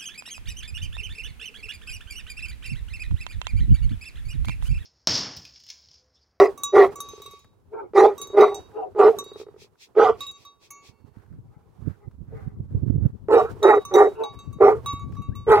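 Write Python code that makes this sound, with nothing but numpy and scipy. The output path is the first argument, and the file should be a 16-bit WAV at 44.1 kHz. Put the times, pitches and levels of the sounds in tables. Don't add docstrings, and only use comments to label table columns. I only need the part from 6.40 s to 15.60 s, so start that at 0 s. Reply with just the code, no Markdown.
import sys
import numpy as np
from scipy import signal
from scipy.fft import rfft, irfft, next_fast_len
from scipy.io import wavfile
from scipy.ndimage import uniform_filter1d, minimum_filter1d, map_coordinates

SR = 44100
rng = np.random.default_rng(int(sys.argv[2]) if len(sys.argv) > 2 else 0)


def inscribe(sig):
    pcm = np.round(np.clip(np.atleast_2d(sig).T, -1, 1) * 32767)
    wavfile.write(sys.argv[1], SR, pcm.astype(np.int16))


N = 405719


# time_s, effort_db, pitch_hz, second_over_first_db, second_hz, sum_tone_over_first_db
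BARK_CURVES = [
    [(0.0, -6.5, 418.5, -1.5, 729, -9.5), (0.028, -7, 410.6, -27, 721.1, -16.5),
     (0.058, -16, 404, -7, 699, -8.5), (0.086, -29, 405.7, -26, 681.7, -20),
     (0.13, -43, 406, -16.5, 755, -16)],
    [(0.325, -33, 410.6, -24, 819.2, -16.5), (0.333, -26, 411.6, -14, 823.4, -21),
     (0.355, -7, 414.9, -16.5, 811, -16.5), (0.403, -3.5, 399, -15, 742.1, -13.5),
     (0.449, -14.5, 399.4, -5, 722, -10), (0.481, -29.5, 390.1, -16, 737.5, -18.5),
     (0.53, -41, 386.1, -16, 762.3, -18)],
    [(1.54, -30, 393, -22, 776.6, -24), (1.564, -13.5, 393.6, -7.5, 815.3, -12.5),
     (1.586, -9, 398.8, -5.5, 802.8, -9), (1.616, -5.5, 407.7, -11, 795, -14.5),
     (1.656, -10.5, 405.2, -4, 820.3, -14), (1.682, -16, 398.2, -9, 832.8, -30.5),
     (1.706, -31, 393.6, -9, 840.2, -15.5), (1.76, -41.5, 420, -21, 815.5, -13)],
    [(1.93, -43, 393.3, -19, 807, -18.5), (1.958, -25.5, 397.1, -27, 805.9, -30),
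     (1.976, -7, 400.9, -13, 789.1, -19), (2.024, -7.5, 417.6, -13, 764.1, -7),
     (2.064, -20.5, 416.3, -2.5, 714.7, -11), (2.084, -15, 408.2, -24.5, 688.6, -17),
     (2.14, -40.5, 413.6, 4, 822.8, -15), (2.182, -36, 406.2, -4.5, 762.5, -29),
     (2.2, -45, 396, -5, 789.6, -20.5)],
    [(2.555, -37.5, 409, -12, 837.5, -13.5), (2.573, -25, 410.8, -16.5, 836.5, -35),
     (2.593, -10, 415.7, -10, 801.9, -15.5), (2.637, -13.5, 423.5, -4, 734, -8.5),
     (2.657, -9, 431.7, -20, 758.3, -12), (2.685, -9, 428.9, -13, 812.8, -22),
     (2.703, -13.5, 429.4, -25, 791.3, -28), (2.735, -33, 433.9, -3.5, 724.5, -21),
     (2.775, -36.5, 412.4, -19, 743.4, -25), (2.79, -49, 407.7, -3, 763.7, -12)],
    [(3.55, -40.5, 418.1, -15, 813, -17.5), (3.576, -16, 424.3, -20, 819, -20),
     (3.596, -8, 435.3, -14, 835.5, -15), (3.63, -13, 432.3, -3, 807, -10),
     (3.658, -22, 430.1, 9, 752, 0.5), (3.696, -16, 442, -18.5, 732.6, -12),
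     (3.77, -47.5, 430, -5.5, 736, -5.5)],
    [(6.885, -34, 425.7, -13, 883, -18.5), (6.911, -13.5, 434.5, -10.5, 872.4, -21),
     (6.935, -6, 445.4, -13.5, 861, -15.5), (6.965, -9.5, 451, -10.5, 791, -14),
     (6.997, -20, 434.6, 3.5, 747, -2.5), (7.047, -25.5, 436.1, -17, 751.2, -14.5),
     (7.11, -48.5, 451.8, -9, 1002, -1.5)],
    [(7.22, -28, 410.8, -25, 855, -29), (7.228, -23.5, 409.4, -12.5, 855.4, -15.5),
     (7.254, -10, 404.9, -11.5, 842.5, -12.5), (7.306, -10.5, 417.8, -2, 840.6, -7.5),
     (7.332, -19.5, 414.4, 2, 796.4, -6.5), (7.356, -16.5, 425, -8.5, 782.5, -12.5),
     (7.388, -24, 431.9, -22.5, 788.6, -22.5), (7.43, -55, 417.2, 2, 755, -8)],
    [(7.51, -50.5, 384, -6.5, 808, -3.5), (7.53, -28, 392.8, -15, 792.4, -20),
     (7.544, -13, 395.5, -9.5, 805.8, -21), (7.574, -6, 413.4, -10.5, 778.7, -13.5),
     (7.598, -11, 411.4, -1.5, 766.4, -5.5), (7.658, -14, 428.2, -12, 745, -16.5),
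     (7.682, -16.5, 423.1, -23, 797.6, -35), (7.716, -36.5, 408.9, -15, 842.4, -30),
     (7.73, -38, 403.6, -21, 824, -14)],
    [(8.19, -35, 424.2, -16, 781, -29), (8.196, -39, 428.3, -20, 779, -20.5),
     (8.214, -9, 424.7, -11.5, 776.3, -20), (8.25, -10, 425, -11.5, 767.4, -9),
     (8.282, -12, 423.5, -2, 772, -14), (8.296, -13.5, 418.6, -2.5, 769.4, -10.5),
     (8.368, -27, 440.5, -31, 784, -22.5), (8.41, -47.5, 426.4, -25, 643.8, -10)],
    [(9.07, -32, 432, -18, 836.4, -14), (9.094, -14, 422.2, -10, 864, -11),
     (9.132, -8.5, 437, -5.5, 868, -10), (9.2, -25, 415.6, 5, 785, -5.5)],
]
# click_s, click_level_db, fourth_hz, fourth_over_first_db
MOUTH_OPENINGS = [(0.001, -68, 1950, -21), (0.33, -40.5, 1950, -22.5), (1.535, -25.5, 1942, -23.5),
                  (1.941, -42, 2000, -27), (2.549, -32, 1950, -30), (3.552, -32.5, 1950, -31.5),
                  (6.885, -16.5, 1800, -29), (7.202, -36, 1928, -21), (7.516, -35, 1904, -23),
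                  (8.186, -34.5, 1953, -29), (9.067, -23.5, 1950, -22.5)]
# hiss_over_effort_db, narrow_rasp_hz, rasp_over_hiss_db
BREATH_RASPS = [(-15.5, 2400, -4.5), (-18.5, 2200, -3), (-16.5, 2350, -7.5), (-19, 2200, 2),
                (-17.5, 2700, -3.5), (-15, 3100, -1.5), (-17.5, 2680, -1.5), (-23.5, 2300, 2.5),
                (-20.5, 1900, 3.5), (-20.5, 2100, 5.5), (-17.5, 2350, -4.5)]
CHOKE_TIMES = [0.054, .374, 1.593, 1.613, 1.635, 1.664, 1.997, 2.075, 2.623, 2.644, 3.61, 3.642, 3.68,
               6.918, 6.952, 6.987, 7.033, 7.284, 7.328, 7.562, 7.639, 8.217, 8.277, 9.099, 9.167]
# centre_hz, width_hz of a single pass
THROAT_RESONANCES = [(415, 200), (800, 300), (1250, 380), (1920, 230)]
# frequency_hz, density_db (per Hz)
BREATH_SPECTRUM = [(1900, -24.5), (2350, 9), (2650, -3.5), (2950, -6.5), (3400, -2), (4100, -3),
                   (4900, -5.5), (5700, -7), (8000, -16), (12000, -20.5), (16000, -20)]
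# start_s, level_db
CREAK_PULSES = [(.539, -37.5), (.587, -40), (.648, -47), (.734, -35), (.779, -39), (.8, -38), (.855, -44),
                (0.877, -44), (.935, -42), (1.799, -35), (1.819, -37), (1.858, -41), (1.873, -42),
                (1.901, -33), (2.808, -33), (2.826, -33.5), (2.862, -36.5), (2.916, -33.5), (2.958, -31),
                (2.999, -32.5), (3.013, -30.5), (3.031, -39), (3.066, -36), (3.085, -35.5), (3.141, -41.5),
                (3.162, -41), (3.218, -45), (3.243, -47), (7.094, -36), (7.15, -40), (7.166, -37)]
CREAK_RESONANCE_DB = [9, -11, -14, -24]
# time_s, left_over_right_db, left_lag_ms
DOG_BEARING = [(0, -1.5, 0.012), (4, -3.5, 0.035), (6.8, -3.5, 0.13), (9.2, -2, 0.11)]
# frequency_hz, t60_s
WALL_DECAY = [(300, 0.13), (1500, 0.039), (6000, 0.024)]

# time_s, level_db, left_over_right_db
WIND_CURVE = [(0.0, -37, 0), (0.05, -62, 3.5), (3.25, -61, -0.5), (3.41, -83.5, 11.5), (3.71, -45.5, -4),
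              (3.94, -70.5, -28), (4.46, -75.5, 12), (4.48, -68.5, -36.5), (4.82, -53.5, -33),
              (4.92, -43, -10.5), (5.33, -65.5, 13.5), (5.48, -30.5, -49), (5.56, -61, -12.5),
              (5.71, -49, -9), (6.2, -39.5, 0), (6.28, -42, 0.5), (6.51, -26, -20), (6.61, -30.5, -3),
              (6.66, -18.5, -27), (6.69, -45.5, 10), (6.82, -46, 25), (6.94, -42, 6), (7.66, -57.5, -3),
              (8.02, -51.5, 39), (8.07, -42, 3.5), (9.2, -37.5, 2.5)]
# start_s, level_db, left_over_right_db
EDDY_THUMPS = [(4.489, -48, -25.5), (4.641, -49, -35), (4.767, -41, -27), (4.984, -31.5, 8),
               (5.164, -42.5, 16.5), (5.418, -36, -24), (5.472, -34, -50), (5.674, -28, -15),
               (5.783, -43.5, -29), (5.882, -32.5, -12), (6.071, -28, -20), (6.198, -19, -8.5),
               (6.345, -16.5, -13.5), (6.46, -23, -17), (6.474, -19.5, -19), (6.497, -18.5, -30),
               (6.548, -16.5, -7), (6.556, -23.5, -30), (6.578, -15, -10.5), (6.652, -14, -23),
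               (6.694, -30, -7.5), (8.071, -30.5, 12), (8.533, -19.5, 0), (8.887, -20.5, 21)]
# frequency_hz, density_db (per Hz)
BUFFET_SPECTRUM = [(20, -26), (45, -4), (100, 2), (200, -11.5), (400, -26.5), (900, -51.5), (2000, -86)]
# frequency_hz, density_db (per Hz)
FLUTTER_SPECTRUM = [(100, -29.5), (220, 13), (450, -3.5), (900, -35), (2000, -65)]
# frequency_hz, density_db (per Hz)
RUSTLE_SPECTRUM = [(150, -12), (300, -4.5), (420, 0), (600, -10.5), (1000, -9.5), (2000, -26.5),
                   (3500, -30.5), (16000, -40.5)]

# start_s, bright_level_db, low_over_bright_db, high_over_bright_db
CLAPPER_BLOWS = [(0.1755, -50, 11, 4), (0.2342, -34, 1, 2.5), (0.5554, -59.5, 19, 12.5),
                 (0.6032, -36.5, 4, -2), (0.6867, -43.5, 2.5, -4), (0.768, -62, 6, -6),
                 (0.818, -48.5, 2.5, 0), (0.84, -52, -4, -7), (0.8598, -43.5, 0, -9),
                 (0.9087, -49.5, 4.5, -3.5), (0.99, -58.5, -2.5, -3), (1.7788, -45, 4, 5),
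                 (1.8145, -37, -4.5, -7), (1.8705, -44, -2.5, -5), (2.0075, -35, 4, -10),
                 (2.144, -41, -19, -8.5), (2.7861, -36.5, 0.5, -4), (2.84, -36.5, -10.5, -8),
                 (2.9324, -47, -7.5, -16.5), (3.8061, -30, -2, -10), (3.8659, -33.5, -19, -13),
                 (3.9111, -46, -6.5, -5), (4.0498, -47, -2, -16), (4.3052, -60.5, 17, 21.5),
                 (6.9513, -47.5, 8.5, -21.5), (7.229, -29, -1.5, -10.5), (7.4505, -45, 12, 1.5),
                 (7.539, -31, -5.5, -8), (7.558, -35.5, -7.5, -4), (7.8361, -33, 1, -15),
                 (7.9882, -48.5, 4, -12.5), (8.127, -58, 8, -2), (8.4599, -31.5, 6.5, -8),
                 (8.53, -47.5, 14.5, -9.5), (8.5936, -51, 14, -14), (8.7653, -64.5, 22, -9),
                 (8.818, -56, 15, -6.5), (8.9518, -50.5, 8.5, -10), (9.1169, -37, 1, -6.5)]
# frequency_hz, level_in_group_db, nominal t60_s
BELL_MODES = [
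    [(1137, 0, .5)],
    [(2223, -5, .6), (2699, 0, .45)],
    [(3798, 0, .33), (3812, -11, .25), (4554, -22, .5)],
    [(5943, -5, .28), (6316, -4, .18), (6721, -6, .22), (7300, -11, .22)],
    [(8264, -7, .09), (8931, -11, .06), (9663, -9, .06), (10854, -5, .07), (11768, -5, .08),
     (12540, -8, .05), (13580, -6, .06), (14700, -7, .05), (15540, -8, .05)],
]
# middle_s, half_length_s, level_db
PANT_PUFFS = [(0.75, 0.19, -57.5), (0.951, 0.14, -63), (3.003, 0.042, -50.5), (3.224, 0.045, -52),
              (3.431, 0.043, -49.5), (3.829, .05, -49.5), (4.017, 0.063, -58.5), (4.247, .045, -56.5),
              (4.469, 0.049, -53.5), (8.747, 0.055, -67)]
# frequency_hz, density_db (per Hz)
PUFF_SPECTRUM = [(880, -59), (1500, -16.5), (2580, 2.5), (2990, -9), (3240, -1), (5680, -2.5), (9290, -16),
                 (15800, -20)]
# start_s, level_db
GRIT_TICKS = [(1.044, -31), (2.259, -46), (2.315, -39), (3.354, -45.5), (3.449, -54), (4.671, -50),
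              (4.762, -42.5), (4.782, -40.5), (4.82, -44.5), (4.861, -42.5), (4.925, -45.5), (4.948, -48.5),
              (5.711, -41), (6.477, -47), (8.721, -31), (8.751, -33)]
# frequency_hz, density_db (per Hz)
GRIT_SPECTRUM = [(150, -18), (500, -6), (1500, 1), (3000, -18.5), (8000, -27)]
# time_s, level_db, pitch_hz, second_over_first_db, second_hz, sum_tone_over_first_db
ANSWER_CURVES = [
    [(1.29, -69.5, 390.7, -31, 912, -49.5), (1.336, -31.5, 435.8, -14, 929, -23.5),
     (1.4, -40.5, 431, 3.5, 894, -6), (1.436, -36, 393, -20, 773.3, -20), (1.5, -70, 395, 1, 888, 0)],
    [(2.32, -56.5, 407, -3.5, 815.6, -15.5), (2.364, -29, 430.3, -13.5, 854, -21.5),
     (2.436, -40, 430.1, 11, 729.6, -9.5), (2.484, -45, 387, -14, 733.6, -39),
     (2.53, -63, 389, -17, 762.4, -16)],
    [(5.04, -69, 436, -2.5, 790, -20), (5.082, -73, 430.5, 0.5, 789, -7), (5.166, -67.5, 480, -1, 850, -2),
     (5.262, -72, 470, -4, 800, -5.5), (5.3, -86, 386.7, 4.5, 767, -11)],
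    [(5.6, -64, 419.7, -3.5, 829, -4.5), (5.628, -55, 402.6, -12.5, 814, -14.5),
     (5.642, -52, 397.2, -4.5, 818, -12.5), (5.69, -75, 381, -19, 810, -6)],
    [(5.86, -67, 391, -11, 749, -25), (5.872, -87, 413, -6, 751, -9), (5.926, -41.5, 434.8, -18, 736, -27),
     (5.96, -48.5, 437, -7, 789, -7.5), (6.18, -66.5, 410, -11.5, 739, -10)],
    [(7.75, -49, 436.5, -18, 899, -3), (7.796, -29.5, 438.4, -5, 890, -18),
     (7.82, -27, 441.6, -3, 898, -20), (7.852, -44.5, 441, 12, 853, -7), (7.92, -59, 395.5, 0.5, 787, -11)],
]
# fourth_hz, fourth_over_sum_tone_db
ANSWER_FOURTH_BANDS = [(2270, -13.5), (2740, -10.5), (2176, -10.5), (2005, -5), (1970, -7), (2660, -7.5)]
# frequency_hz, level_db, t60_s
LINK_MODES = [(906, -68, 2), (2223, -52.5, 0.56), (2710, -66, 1.1), (4430, -70.5, 1.4), (6380, -43.5, 0.19)]
# middle_s, half_length_s, level_db
GROUND_SCUFFS = [(4.8, 0.084, -64.5), (4.94, 0.058, -70), (5.5, 0.081, -59.5), (6.0, 0.14, -59),
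                 (6.32, 0.039, -67.5), (6.49, 0.029, -63), (6.65, 0.066, -61.5)]
# time_s, frequency_hz, level_db
WHINE_GLIDE = [(8.9, 1430, -90), (8.925, 1580, -57), (8.95, 1970, -64), (8.97, 2150, -100)]

THROB_DB, THROBS_PER_S = 1.8, 70
FADING_DB, FADING_GAIN = 4.5, .07
CHOKE_S = .0028
FOURTH_FOLLOWS = 0.9
CHEST_DB = -39
STILL_DB, RISE_DB, RISE_T60_S = -70, -37, 1.56
MIDDLE_DB, TOP_DB = -22, -1.5
STRIKE_DB, STRIKE_T60_S = -10, 0.05
WAVER_DB = 3.2
LINK_S = 4.305
TOP_HZ = 15970


def amp(db):
    return 10 ** (np.asarray(db) / 20)


def unit(x):
    return x / np.sqrt(np.mean(x ** 2, axis=-1, keepdims=True) + 1e-20)


def along(points, hz):
    f, v = np.transpose(points)
    return np.interp(np.log(hz + 1), np.log(f + 1), v)


def curves(rows):
    s, *cols = np.transpose(rows)
    return [np.interp(np.arange(N) / SR, s, c) for c in cols]


def wobble(rate):
    n = np.arange(0, N + 8, 8)
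    knots = rng.standard_normal(int(N * rate / SR) + 4)
    return np.interp(np.arange(N), n, map_coordinates(knots, [n * rate / SR]))


def filtered(x, response):
    m = next_fast_len(N + SR // 2)
    return irfft(rfft(x, m) * response(np.fft.rfftfreq(m, 1 / SR)), m)[..., :N]


def resonance(hz, width_hz):
    return lambda f: (1j * f * width_hz / (hz * hz - f * f + 1j * f * width_hz)) ** 2


def noise(spectrum, channels=1):
    return unit(filtered(rng.standard_normal((channels, N)), lambda hz: amp(along(spectrum, hz))))


def patchy(x, depth_db):
    z = signal.stft(x, nperseg=256)[2]
    field = uniform_filter1d(rng.standard_normal(z.shape), size=2, axis=0)
    field = uniform_filter1d(field, size=14, axis=1)
    return unit(signal.istft(z * amp(depth_db * field / field.std()), nperseg=256)[1][:N])


def puffs(rows):
    t = np.arange(N) / SR
    return sum(amp(db) * np.exp(-2 * ((t - s) / half) ** 2) for s, half, db in rows)


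def during(calls):
    on = np.zeros(N)
    for call in calls:
        on[round(call[0][0] * SR):round(call[-1][0] * SR)] = 1
    return uniform_filter1d(on, size=300)


def voice(pitch_hz, second_hz, fourth_hz, gains, jitter, halving, rasps, chop_db):
    def cycle(hz):
        return 2 * np.pi * np.cumsum(hz * (1 + jitter * wobble(100))) / SR

    phase = cycle(pitch_hz * amp(5 * jitter * wobble(30)))
    slide, high = cycle(second_hz), cycle(fourth_hz)
    uneven = 1 + halving * np.clip(1 + wobble(25), 0, 2) * np.cos(phase / 2)
    opening = uneven * np.exp(14 * (np.cos(phase) - 1))
    breath = (0.63 + opening) * rng.standard_normal(N)
    layers = [unit(filtered(np.array([opening, breath]), resonance(*THROAT_RESONANCES[0])))]
    for angle, width_hz in [(slide, 450), (phase + slide, 600), (high, 500)]:
        rough = wobble(width_hz) * np.sin(angle) + wobble(width_hz) * np.cos(angle)
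        layers.append(unit(np.array([np.sin(angle), rough])))
    out = np.zeros(N)
    for (clear, rough), gain, rasp in zip(layers, gains, rasps):
        flapping = amp(chop_db * rasp * wobble(60))
        out += gain * unit(flapping * (clear + rasp * rough))
    return filtered(out, lambda f: 1 / (1 + (260 / (f + 1)) ** 6))


def effort():
    return during(BARK_CURVES) * amp(curves(np.concatenate(BARK_CURVES))[0])


def chokes():
    t = np.arange(N) / SR
    return np.prod([np.tanh((t - s) / CHOKE_S) for s in CHOKE_TIMES], axis=0)


def barks():
    _, pitch_hz, open_db, second_hz, third_db = curves(np.concatenate(BARK_CURVES))
    held = [(call[end][0], *mouth[2:], *rasp)
            for call, mouth, rasp in zip(BARK_CURVES, MOUTH_OPENINGS, BREATH_RASPS) for end in (0, -1)]
    fourth_hz, bright_db, hiss_db, rasp_hz, rasp_db = curves(held)
    fourth_db = bright_db + FOURTH_FOLLOWS * (third_db + 13.5)
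    steady = effort()
    throb_db = THROB_DB + FADING_DB / (1 + (steady / FADING_GAIN) ** 2)
    first = steady * chokes() * amp(throb_db * wobble(THROBS_PER_S))
    gains = [first, *amp([open_db, third_db, fourth_db]) * (np.abs(first) + steady) / 2]
    hoarse = voice(pitch_hz, second_hz, fourth_hz, gains, jitter=.03, halving=.45,
                   rasps=[.36, .52, .85, 1], chop_db=3.5)
    hiss = patchy(noise(BREATH_SPECTRUM)[0], depth_db=6.5)
    rasp = unit(wobble(800) * np.sin(2 * np.pi * np.cumsum(rasp_hz) / SR))
    breath_gain = amp(0.54 * fourth_db + .25 * open_db + hiss_db) * steady ** 0.91
    return hoarse + breath_gain * (hiss + amp(rasp_db) * rasp)


def creaks():
    blows = np.zeros(N)
    s, db = np.transpose([row[:2] for row in MOUTH_OPENINGS] + CREAK_PULSES)
    blows[(s * SR).astype(int)] = amp(db + 36.5)

    def throat(f):
        return sum(amp(level_db) * resonance(hz, .5 * width_hz)(f)
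                   for (hz, width_hz), level_db in zip(THROAT_RESONANCES, CREAK_RESONANCE_DB))
    return filtered(blows, throat)


def placed(x):
    pan_db, lag_ms = curves(DOG_BEARING)
    n, shift = np.arange(N), lag_ms * SR / 2000
    left = amp(pan_db / 2) * map_coordinates(x, [n - shift])
    right = amp(-pan_db / 2) * map_coordinates(x, [n + shift])
    return np.array([left, right])


def chest():
    return amp(CHEST_DB) * uniform_filter1d(effort(), size=2000) * noise(BUFFET_SPECTRUM, channels=2)


def walls(x):
    hz, t, z = signal.stft(rng.standard_normal((2, SR // 2)), SR, nperseg=256)
    decay = amp(-60 * t / along(WALL_DECAY, hz)[:, None])
    tail = signal.istft(z * decay, SR, nperseg=256)[1]
    delayed = np.pad(x, (300, 0))[None]
    return signal.fftconvolve(delayed, tail / np.linalg.norm(tail[0]), axes=1)[:, :N]


def wind():
    db, pan_db = curves(WIND_CURVE)
    split_db = -10 * np.log10(1 + amp(2 * np.array([-pan_db, pan_db])))
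    port_db = db + split_db + 5.5 + 5.7 * np.array([wobble(35), wobble(39)])
    edge = noise(FLUTTER_SPECTRUM, channels=2)
    out = amp(port_db) * noise(BUFFET_SPECTRUM, channels=2) + amp(1.2 * port_db - 12) * edge
    t = np.arange(2000) / SR
    for s, peak_db, side_db in EDDY_THUMPS:
        push_hz = 105 * amp(rng.normal(0, 2.13, (2, 1)))
        push = np.sin(2 * np.pi * push_hz * t) * np.exp(-((t - .014) / 0.0051) ** 2) * amp(-1.5)
        crackle = edge[:, round(s * SR):][:, :len(t)]
        push += amp(-16) * np.exp(-((t - .012) / 0.00606) ** 2) * crackle
        sides_db = np.array([[side_db / 2], [-side_db / 2]])
        out[:, round(s * SR) - 300:][:, :len(t)] += amp(peak_db + sides_db) * push
    return out


def yard():
    mid, side = noise(RUSTLE_SPECTRUM, channels=2) * amp(3 * wobble(36) + 2.5 * wobble(3))
    hiss = amp(-82) * rng.standard_normal((2, N))
    keep = amp(-2 * 60 / RISE_T60_S / SR)
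    lingering = signal.lfilter([10 / SR], [1, -keep], effort() ** 2)
    level = np.sqrt(amp(2 * STILL_DB) + amp(2 * RISE_DB) * lingering)
    return level * np.array([mid + 0.26 * side, mid - 1.5 * side]) + hiss


def bell():
    out = np.zeros((2, N + SR))
    ends = [row[0] for row in CLAPPER_BLOWS[1:]] + [N / SR]
    for (s, db, low, high), end in zip(CLAPPER_BLOWS, ends):
        middle, top = max(low, 0) + MIDDLE_DB, high + TOP_DB
        t = np.arange(int(min(end - s + 0.0043, .6) * SR)) / SR
        strike = amp(STRIKE_DB - 60 * t / STRIKE_T60_S)
        ring = amp(top - 0.5 - 60 * t / 0.042) * np.diff(rng.standard_normal((2, len(t) + 1)))
        groups = zip(BELL_MODES, [low, middle, 0, high, top], [1, 4, 2, 4.5, 4.5])
        for index, (modes, group_db, scatter_db) in enumerate(groups):
            boost = 1 + (index > 0) * strike
            for hz, mode_db, t60 in modes:
                turn = rng.uniform(0, 2 * np.pi) + rng.normal(0, hz / 5000, (2, 1))
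                beam = rng.normal() + .5 * rng.normal(size=(2, 1))
                level_db = group_db + mode_db + scatter_db * beam
                mode_t60 = t60 * amp(.5 * scatter_db * rng.normal())
                ring = ring + amp(level_db - 60 * t / mode_t60) * np.sin(2 * np.pi * hz * t + turn) * boost
        attack_s = .001 * amp((-30 - db) / 2.5)
        edge = np.clip(np.minimum(t / attack_s, (t[-1] - t) / .003), 0, 1)
        out[:, round(s * SR):][:, :len(t)] += amp(db) * ring * edge
    return out[:, :N] * amp([[-1], [1]] + WAVER_DB * wobble(30))


def pants():
    return puffs(PANT_PUFFS) * noise(PUFF_SPECTRUM, channels=2)


def ticks():
    shape, t = np.zeros(N), np.arange(2000) / SR
    for s, db in GRIT_TICKS:
        shape[round(s * SR):][:len(t)] += amp(db - 5.0 - 60 * t / 0.017) * np.minimum(t / 0.006, 1)
    return shape * noise(GRIT_SPECTRUM)


def answers():
    first_db, pitch_hz, second_db, second_hz, third_db = curves(np.concatenate(ANSWER_CURVES))
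    held = [(call[end][0], *high) for call, high in zip(ANSWER_CURVES, ANSWER_FOURTH_BANDS) for end in (0, -1)]
    fourth_hz, fourth_db = curves(held)
    gains = amp(first_db + 2.5 + [0 * first_db, second_db, third_db, third_db + fourth_db])
    far = voice(pitch_hz, second_hz, fourth_hz, gains, jitter=.025, halving=.3,
                rasps=[.5, .55, 1, 1.5], chop_db=4)
    return during(ANSWER_CURVES) * far


def link():
    t = np.clip(np.arange(N) / SR - LINK_S, 0, None)
    return sum(amp(db - 60 * t / t60) * np.sin(2 * np.pi * hz * t) for hz, db, t60 in LINK_MODES)


def scuffs():
    return puffs(GROUND_SCUFFS) * amp(1.5 * wobble(80)) * noise(GRIT_SPECTRUM, channels=2)


def whine():
    hz, db = curves(WHINE_GLIDE)
    return during([WHINE_GLIDE]) * amp(db) * np.sin(2 * np.pi * np.cumsum(hz) / SR)


def scene():
    dog = barks() + creaks()
    other = answers()
    clinks = bell() + link()
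    echoes = walls(amp(-20) * (dog + clinks[0]) + amp(-6) * other)
    near = placed(dog) + chest() + clinks + pants() + ticks() + scuffs() + whine()
    return near + 0.46 * other + echoes + wind() + yard()


def record(dry):
    needed = 1 / np.maximum(np.abs(dry).max(0), 1)
    gain = uniform_filter1d(minimum_filter1d(needed, size=600), size=300)
    return filtered(dry * gain, lambda hz: (hz < TOP_HZ) * hz ** 2 / (hz ** 2 + 30 ** 2))


dry = scene()
out = record(dry)
inscribe(out)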